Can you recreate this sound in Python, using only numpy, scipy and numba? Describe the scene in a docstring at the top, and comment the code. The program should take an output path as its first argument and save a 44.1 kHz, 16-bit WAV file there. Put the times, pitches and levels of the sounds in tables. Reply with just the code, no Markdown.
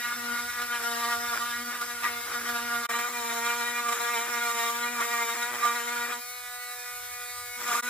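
"""A small rotary tool whines and rasps as it engraves a wooden board on a workbench, close to a phone.
The motor sings in harmonics (whole multiples of its turning rate) and slows under load. Its cutting tip,
the burr, knocks the board once a turn, throws grit, and now and then skips, hops or catches.
Near the end it is lifted clear for a while. Twice the sound drops out briefly. The workshop rumbles."""
import sys
import numpy as np
from scipy import signal
from scipy.fft import rfft, irfft
from scipy.io import wavfile
from numba import njit

SR = 44100
rng = np.random.default_rng(int(sys.argv[2]) if len(sys.argv) > 2 else 0)


def file_out(sig):
    """Save sig as 16-bit WAV at sys.argv[1]."""
    # one column per channel
    cols = np.atleast_2d(sig).T
    # limit, then scale
    lim = np.clip(cols, -1, 1)
    pcm = np.round(lim * 32767).astype(np.int16)
    wavfile.write(sys.argv[1], SR, pcm)


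N = 347949
T = np.arange(N) / SR
FREQS_HZ = np.maximum(np.arange(N // 2 + 1) * SR / N, 1)
BLOCKS = np.minimum(np.arange(N // 128 + 2) * 128, N - 1)  # tone strengths are set every 128 samples
HARMONICS = np.arange(1, 65)[:, None]
FREE_HZ, USUAL_HZ = 245, 240  # shaft turns a second: without load, and typical
UPRIGHT = T < 2.87  # the tool is held upright at first, then leaning
SKIP_EDGE_S = .012  # fade time of a skip or hop

# The tool leaves the wood and comes back: lift_s, clear_s, lower_s, touch_s
LIFT_TIMES = (6.17, 6.22, 7.56, 7.61)


def burr(angle, sag_hz):
    """The burr cuts wood. Returns the strengths of its tones, and its noise of chatter and grit."""
    # How hard the burr bites: time_s, level_db
    bites = [(0.01, -38.5), (0.07, -32.5), (0.15, -39.5), (0.22, -33.5), (0.32, -30.5), (0.46, -40.5),
             (0.49, -36), (0.56, -37.5), (0.62, -33), (0.67, -38.5), (0.74, -30), (0.79, -34.5),
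             (0.83, -33.5), (1.09, -33.5), (1.12, -30.5), (1.16, -35.5), (1.26, -33.5), (1.65, -39.5),
             (1.76, -35.5), (1.79, -40), (1.82, -34), (1.86, -39.5), (2.03, -36.5), (2.06, -32.0),
             (2.27, -36.5), (2.33, -35), (2.36, -30.5), (2.44, -39), (2.47, -34.0), (3.05, -32.0),
             (3.11, -36.5), (3.16, -34.5), (3.41, -34), (3.46, -30), (3.56, -35.0), (3.8, -32.0),
             (3.84, -36.5), (3.9, -31.5), (3.99, -36), (4.02, -32.0), (4.32, -34.5), (4.35, -31.5),
             (4.7, -33), (4.72, -36.5), (4.88, -32.0), (4.96, -37.5), (5.01, -29.5), (5.04, -34.5),
             (5.18, -31.5), (5.33, -33), (5.36, -38), (5.46, -33.5), (5.57, -36), (5.67, -29.5),
             (5.72, -34.5), (6.13, -34.0), (6.17, -42.0), (7.65, -39.0), (7.68, -34), (7.76, -31),
             (7.84, -35.5), (7.88, -30)]
    # The burr skips and chatter fills in: start_s, length_s, chatter_db, knock_change_db
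    skips = [(0.114, 0.06, -47, 0), (0.353, 0.03, -47, -2), (0.784, 0.055, -47, -3.5),
             (1.338, 0.062, -43, -4.5), (1.717, .07, -43, 0), (1.824, 0.049, -48, 0),
             (2.004, 0.093, -46, 0.5), (2.256, 0.095, -41.5, -5.5), (2.39, 0.075, -42.5, -2.5),
             (2.899, 0.063, -45, 0), (3.079, 0.06, -41.5, -3), (3.289, 0.062, -47, 0),
             (3.939, 0.059, -40, -9), (4.26, 0.036, -40.5, -2.5), (4.954, 0.041, -46, -1),
             (4.995, 0.064, -39, -1.5), (5.34, 0.029, -40, -9), (5.521, 0.082, -46.5, -3),
             (5.599, 0.059, -47, 0), (6.056, 0.061, -44, -3.5), (7.59, 0.071, -43, -3),
             (7.687, 0.116, -43, 0)]
    skipping = np.array([hold(start, length, SKIP_EDGE_S) for start, length, _, _ in skips])
    _, _, chatter_db, knock_change_db = np.transpose(skips)
    bite_db = np.interp(T, *np.transpose(bites))
    extra_bite_db = bite_db + 34  # compared with the usual bite
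    # The burr grabs and lets go up to about 30 times a second.
    grab_db = 0.15 * wander(110)[0] + 1.53 * wander(240)[0]
    jolts = catches()
    knock_db = knock(bite_db, extra_bite_db, sag_hz, grab_db, knock_change_db @ skipping, jolts)
    teeth_db, grit_noise = grit(angle, extra_bite_db, sag_hz, grab_db, jolts)
    tones = drifting_tones(np.vstack([knock_db, teeth_db]), drift=0.38, rate_hz=24, spread_rad=.95)
    tones[:, 2:] *= rasp(skipping.sum(axis=0))
    return tones, chatter(angle, bite_db, gain(chatter_db) @ skipping, jolts) + grit_noise


def knock(bite_db, extra_bite_db, sag_hz, grab_db, skip_db, jolts):
    """One knock a turn, as dB of harmonics 1-18: 1 hums, 2-4 boom in the board, 5-10 are the bite."""
    # Tone of the knock for each grip: boom_db (harmonics 2-4), upper_db (harmonics 7-18)
    upright_knock = [-5, 0.65, 0.61], [-10, -8, -11, -15, -21, -19, -18, -33, -18.5, -16.5, -20.5, -24.5]
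    leaning_knock = [-6, -3, 0.94], [-8.5, -5, -9, -7.5, -18.5, -19, -17, -19.5, -20, -12, -18.5, -21]
    # Shares of the bite: time_s, sixth_db (harmonic 6), upper_db (7-10 together); harmonic 5 has the rest
    bite_shares = [(0.01, -6.5, -1), (0.2, -1, -7.5), (0.75, -4.0, -5), (0.87, -0.5, -7),
                   (0.96, -11.5, -5.5), (1.13, -3.0, -6), (1.62, -5.5, -5), (1.97, -3.5, -4.5),
                   (2.83, -2.0, -7.5), (2.91, -6.0, -2.5), (3.24, -10, -5.5), (3.32, -6, -3.5),
                   (3.78, -4.5, -3.0), (3.89, -7.5, -6.5), (4.42, -5.5, -2.5), (4.58, -8, -4),
                   (4.86, -3.5, -4.0), (5.06, -9.5, -4), (5.47, -2.5, -4.0), (5.66, -10, -6),
                   (5.74, -4, -4.0), (7.7, -5.5, -5.0), (7.88, -1, -7.5)]
    # The turning of the shaft, felt through the board: time_s, level_db
    hum = [(0, -51), (.36, -44), (.48, -56.5), (1.11, -48.5), (1.18, -52.5), (1.69, -46.5), (1.85, -59),
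           (2.05, -53), (2.3, -60), (2.41, -48), (4.11, -54), (5.0, -48), (5.07, -54), (7.7, -52)]
    times, *shares = np.transpose(bite_shares)
    sixth_db, upper_db = (np.interp(T[BLOCKS], times, share) for share in shares)
    upright, sag = UPRIGHT[BLOCKS], sag_hz[BLOCKS]
    boom_db = -49.5 + 4 * ~UPRIGHT + 0.4 * extra_bite_db + 0.73 * sag_hz
    db = np.zeros((18, len(BLOCKS)))  # row 0 is harmonic 1
    db[0] = (np.interp(T, *np.transpose(hum)) + 3.01 + skip_db)[BLOCKS]
    db[1:4] = np.where(upright, np.c_[upright_knock[0]], np.c_[leaning_knock[0]])
    db[1:4] += (boom_db - bite_db)[BLOCKS] - total_db(db[1:4])
    db[4] = 10 * np.log10(np.clip(1 - gain(sixth_db) ** 2 - gain(upper_db) ** 2, .04, 1))
    db[5] = sixth_db
    db[6:] = np.where(upright, np.c_[upright_knock[1]], np.c_[leaning_knock[1]])
    db[6:] += upper_db - total_db(db[6:10])
    # A slower shaft lifts harmonics 11-18 and, with the upright grip, 3 and 4.
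    db[10:] += .5 * (sag - 8)
    db[2:4] += np.where(upright, 0.75, -0.02) * (sag - 7)
    flutter_db = 4.5 * np.minimum(wander(220, size=len(BLOCKS))[0], .4)  # the contact comes and goes
    db[0] += flutter_db
    db[1:3] += flutter_db * upright
    # The bite sets the force; catches add to it from harmonic 3 up.
    force = np.hypot(gain(bite_db + skip_db + grab_db + 4), gain(-1.5) * jolts)
    db[2:] += 20 * np.log10(force[BLOCKS])
    db[1] += (bite_db + 0.22 * grab_db)[BLOCKS] + 6.5
    return db


def rasp(skipping):
    """Load roughens the tones: harmonics 5-10 a little, higher ones more, all from 3 up in a skip."""
    number = HARMONICS[2:]
    rate_hz = 80
    real, imag = (wander(rate_hz * N / SR, len(number), len(BLOCKS)) for _ in range(2))
    depth = np.where(number > 10, .06 * number, .3 * (number > 4)) + .75 * skipping[BLOCKS]
    return (1 + depth * (real + 1j * imag)) / np.sqrt(1 + 2 * depth ** 2)


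def grit(angle, extra_bite_db, sag_hz, grab_db, jolts):
    """Fine, bright grit: the part the teeth repeat each turn (dB of harmonics 19-64), and loose hiss."""
    # Tone of the grit for each grip: pitch_hz, level_db
    upright_grit = [(1500, -49), (2750, -3), (3800, 0.5), (4400, -6.5), (5200, 1.5), (6500, -5.5),
                    (7800, -1), (9200, -10), (11500, -1), (13000, -10), (15500, -7.5)]
    leaning_grit = [(1500, -60), (2000, -3.5), (2750, -8.5), (3800, -2.5), (4400, -16), (5300, -3),
                    (6100, -7.5), (7300, 0.5), (8900, -10.5), (11000, -7), (13000, -11), (15500, -8)]
    grit_db = -46 + 2.5 * ~UPRIGHT + 0.2 * extra_bite_db + 0.7574 * sag_hz
    grit_db += 5 * (T > LIFT_TIMES[2])  # more grit after the lift
    hz = USUAL_HZ * HARMONICS[18:]
    colour_db = np.where(UPRIGHT[BLOCKS], at_pitch(upright_grit, hz), at_pitch(leaning_grit, hz))
    teeth_db = colour_db + grit_db[BLOCKS] - 11.5
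    pulse = strike(angle)
    noise = np.where(UPRIGHT, hiss(upright_grit, pulse ** 0.61), hiss(leaning_grit, pulse ** 0.59))
    return teeth_db, noise * (gain(grit_db + grab_db) + gain(-8.5) * jolts)


def chatter(angle, bite_db, skip_gain, jolts):
    """The burr rattles unevenly on the wood, more so when it skips or catches."""
    # Tone of the chatter: pitch_hz, level_db
    colour = [(40, -60), (150, -20.5), (330, -12), (600, -14), (900, -8), (1200, 1.5), (1500, 1.5),
              (2000, -2.5), (2450, -3.5), (2750, -20), (4000, -21), (5000, -44)]
    loudness = (gain(bite_db - 12) + skip_gain) * gain(1.8 * wander(250))
    return hiss(colour, strike(angle)) * (loudness + gain(-14) * jolts)


def strike(angle):
    """A pulse that peaks once a turn, as the burr hits the wood."""
    return np.exp(0.46 * np.cos(angle))


def catches():
    """The burr catches in the grain: the strength of each jolt rises fast and falls a little slower."""
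    # Each catch: start_s, strength_db
    snags = [(0.617, -29), (1.812, -26.5), (2.04, -33), (2.487, -27), (2.989, -27), (3.885, -25.5),
             (3.922, -25.5), (5.004, -28), (5.649, -28), (7.674, -33)]
    rise_s, fall_s = 0.0035, 0.011
    jolts = np.zeros(N)
    for start, db in snags:
        after_peak = T - start - rise_s
        near = np.abs(after_peak) < .08
        fade_s = np.where(after_peak[near] < 0, rise_s, fall_s)
        jolts[near] += gain(db) * np.exp(-np.abs(after_peak[near]) / fade_s)
    return jolts


def hops(angle):
    """The burr bounces and strikes hard only every other turn. Returns a gain for the tones."""
    # Each run of hops: start_s, length_s, depth (0-1)
    bounces = [(1.35, 0.03, 0.74), (2.03, 0.028, 0.46), (4.27, 0.028, 0.5), (5.511, 0.055, 0.72),
               (7.609, 0.033, 0.5)]
    hopping = sum(hold(start, length, SKIP_EDGE_S) * depth for start, length, depth in bounces)
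    return 1 + np.cos(angle / 2) * hopping


def motor(touch):
    """The rotor and brushes whine. Returns the strengths of their tones."""
    # Harmonics 1-14 of the free motor: relative_db
    low_harmonics = [-30, -7, -2.5, -11, 1, -0.5, -3.5, -0.5, -1, -3.5, -14.5, -14, -15, -13]
    # Higher ones that stand out: harmonic, relative_db
    high_harmonics = [(15, -7), (16, -6.5), (21, -6), (43, -7.5), (49, -9), (61, -7)]
    # Whistles while the tool is lifted: harmonic, start_s, end_s, level_db
    whistles = [(35, 6.38, 6.75, -53), (55, 6.26, 6.66, -53), (55, 6.72, 7.1, -52), (35, 7.26, 7.6, -52.5),
                (55, 7.1, 7.6, -54)]
    motor_db, other_harmonics_db, loaded_db = -46.5, -10., -12.5
    ripple_hz, ripple_depth = 50, .22
    db = np.full((len(HARMONICS), len(BLOCKS)), other_harmonics_db)
    db[:len(low_harmonics)] = np.c_[low_harmonics]
    for harmonic, relative_db in high_harmonics:
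        db[harmonic - 1] = relative_db
    db[10:] += touch[BLOCKS] * (loaded_db - db[10:])  # load evens out and damps the upper harmonics
    tones = drifting_tones(db + motor_db, drift=0.7, rate_hz=12, spread_rad=np.pi)
    tones[:, :10] *= 1 - touch[BLOCKS]  # in the wood the knock takes these over
    # Ripple in the power supply puts side tones around harmonics 4-10.
    ripple_angle = 2 * np.pi * ripple_hz * T[BLOCKS] + wander(40, 7, len(BLOCKS))
    tones[:, 3:10] *= 1 + ripple_depth * np.cos(ripple_angle)
    for harmonic, start, end, level_db in whistles:
        flicker_db = 1.8 * wander(150, size=len(BLOCKS))
        sounding = hold(start, end - start, edge_s=.05)[BLOCKS]
        tones[:, harmonic - 1] += np.sqrt(2) * sounding * gain(level_db + flicker_db)
    return tones


def fan(angle):
    """The cooling fan and the brushes hiss, pulsing a little with each turn."""
    # Tone of the rushing air: pitch_hz, level_db
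    colour = [(40, -60), (150, -23), (800, -27), (1100, -10), (1400, -2.5), (1850, -4.5), (2300, -2.5),
              (2750, -12.5), (3300, -11), (3800, -5), (6000, -7), (8000, -0.5), (9100, -11.5),
              (11000, -3.5), (13000, -12), (15500, -7)]
    return hiss(colour, 1 + 0.14 * np.cos(angle)) * gain(-43.6 + wander(60))


def workshop():
    """The room rumbles quietly and swells now and then."""
    # Tone of the rumble: pitch_hz, level_db
    colour = [(20, -48), (38, -15), (60, -6), (75, 2), (97, -2.5), (120, -10), (190, -33), (300, -28.5)]
    # Each swell: start_s, length_s, level_db
    swells = [(.1, .6, -65), (1.053, .6, -65), (1.899, 0.92, -68), (3.35, .3, -68), (6.95, 0.65, -66)]
    swelling = sum(hold(start, length, edge_s=0.19) * gain(db) for start, length, db in swells)
    return hiss(colour, 1) * (gain(-68.5) + swelling)


def dropouts(sound):
    """The whole sound dips twice, for a few hundredths of a second."""
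    # Each dip: fade_s, faint_s, return_s, full_s
    dips = [(2.856, 2.87, 2.888, 2.897), (7.799, 7.812, 7.822, 7.834)]
    # How deep each one goes: change_db
    depths = (-39, -26.5)
    for times, db in zip(dips, depths):
        sound = sound * np.interp(T, times, [1, gain(db), gain(db), 1])
    return sound


def microphones(hz, direct, reflections):
    """One source at two microphones: the right mixes in reflections; level and phase differ by pitch."""
    # How alike the two sides are: pitch_hz, share (0-1)
    likeness = [(60, .82), (230, .98), (450, .88), (1500, .82), (3000, .65), (6000, .5), (14000, .3)]
    # How much louder the left is: pitch_hz, difference_db
    left_louder = [(60, 2.5), (110, -4.5), (200, 0), (380, -3), (700, -4.5), (1290, 0), (2380, 3),
                   (4400, -2.5), (8120, 1.5), (15000, 0)]
    # How far the left wave runs ahead: pitch_hz, lead_radians
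    left_lead = [(100, 0), (700, .5), (2070, 0.58), (2600, 1.18), (4100, 0.58), (5500, 2.5), (8700, 3.5),
                 (10000, 4.5), (15000, 5)]
    alike = np.clip(at_pitch(likeness, hz), 0, 1)
    tilt = gain(at_pitch(left_louder, hz) / 2) * np.exp(.5j * at_pitch(left_lead, hz))
    right = alike * direct + np.sqrt(1 - alike ** 2) * reflections
    return np.array([direct * tilt, right / tilt])


def drifting_tones(db, drift, rate_hz, spread_rad):
    """Strength and phase of each harmonic as a complex number; grip and wear make them drift."""
    count, blocks = db.shape
    real, imag, echo_real, echo_imag = (wander(rate_hz * N / SR, count, blocks) for _ in range(4))
    start = 1j * np.exp(1j * spread_rad * rng.standard_normal((count, 1)))  # less spread, sharper pulse
    depth = drift * np.minimum(HARMONICS / 8, 1.5) ** 1.4  # the lowest drift least
    direct = start * (1 + depth * (real + 1j * imag)) / np.sqrt(1 + 2 * depth ** 2)
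    loose = np.minimum(HARMONICS / 4, 1)
    drifting = loose * (echo_real + 1j * echo_imag) / np.sqrt(2)
    steady = np.sqrt(1 - loose ** 2) * -.6j * start
    return microphones(USUAL_HZ * HARMONICS, direct, drifting + steady) * gain(db)


@njit
def play_tones(turn, tones):
    """Add up the harmonics of the turning shaft; tones (side, harmonic, block) glide between blocks."""
    out = np.zeros((2, len(turn)))
    for i in range(len(turn)):
        block, blend, wave = i // 128, (i % 128) / 128, turn[i]
        for k in range(tones.shape[1]):
            for side in range(2):
                strength = tones[side, k, block] * (1 - blend) + tones[side, k, block + 1] * blend
                out[side, i] += (wave * strength).imag
            wave *= turn[i]  # step up to the next harmonic
    return out


def hiss(colour, pulse):
    """Stereo noise that follows a pulse and a (pitch_hz, level_db) table, at an average (rms) of 1."""
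    direct, reflections = rfft(pulse * rng.standard_normal((2, N)))
    noise = irfft(gain(at_pitch(colour, FREQS_HZ)) * microphones(FREQS_HZ, direct, reflections), N)
    return noise / np.sqrt(np.mean(noise ** 2))


def wander(changes, count=1, size=N):
    """Random curves of spread 1 that change course about this many times over the whole sound."""
    knots = rng.standard_normal((count, int(changes) + 3))
    position = np.linspace(0, int(changes), size)
    rows = np.array([np.interp(position, np.arange(len(row)), row) for row in knots])
    return rows / rows.std()


def hold(start_s, length_s, edge_s):
    """Fade from 0 up to 1, stay, and fade back."""
    return np.clip(np.minimum(T - start_s, start_s + length_s - T) / edge_s + .5, 0, 1)


def at_pitch(table, hz):
    """Read a (pitch_hz, value) table, with all octaves equally wide."""
    pitches, values = np.transpose(table)
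    return np.interp(np.log(hz), np.log(np.maximum(pitches, 1)), values)


def gain(db):
    """Turn decibels into a multiplier."""
    return 10 ** (np.asarray(db) / 20)


def total_db(rows_db):
    """The level of several tones together."""
    return 10 * np.log10(np.sum(gain(rows_db) ** 2, axis=0))


def scene():
    """One turning shaft drives the motor and burr sounds; load makes it run unevenly."""
    # Speed of the shaft: time_s, turn_rate_hz
    shaft = [(0, 239.4), (.72, 240.9), (.81, 235.9), (1.01, 235.4), (1.33, 236.6), (1.62, 240.6),
             (2.05, 238.8), (2.86, 237.5), (2.91, 234.2), (3.1, 240.8), (3.31, 234.3), (3.84, 240),
             (3.9, 236), (4.13, 239), (4.17, 233.6), (4.28, 239.4), (4.59, 233.5), (4.92, 240.7),
             (5.04, 236), (5.16, 236.8), (5.27, 233.6), (5.5, 241.6), (5.68, 237.1), (6.11, 240.7),
             (6.33, 245.2), (7.67, 243.6), (7.74, 236.1), (7.8, 240), (7.835, 243.7), (7.89, 244.5)]
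    touch = np.interp(T, LIFT_TIMES, [1, 0, 0, 1])  # 1 in the wood, 0 in the air
    speed_hz = np.interp(T, *np.transpose(shaft))
    uneven_hz = speed_hz * (1 + (.0003 + .004 * touch) * wander(300)[0])
    angle = 2 * np.pi * np.cumsum(uneven_hz) / SR
    motor_tones = motor(touch)
    air = fan(angle)
    burr_tones, scrape = burr(angle, sag_hz=FREE_HZ - speed_hz)
    whine = hops(angle) * play_tones(np.exp(1j * angle), motor_tones + touch[BLOCKS] * burr_tones)
    return dropouts(whine + air + touch * scrape + workshop())


def record(dry):
    """The phone cuts off the highest treble."""
    top_hz = 15480
    return signal.sosfilt(signal.ellip(11, .3, 60, top_hz, fs=SR, output="sos"), dry)


dry = scene()
out = record(dry)
file_out(out)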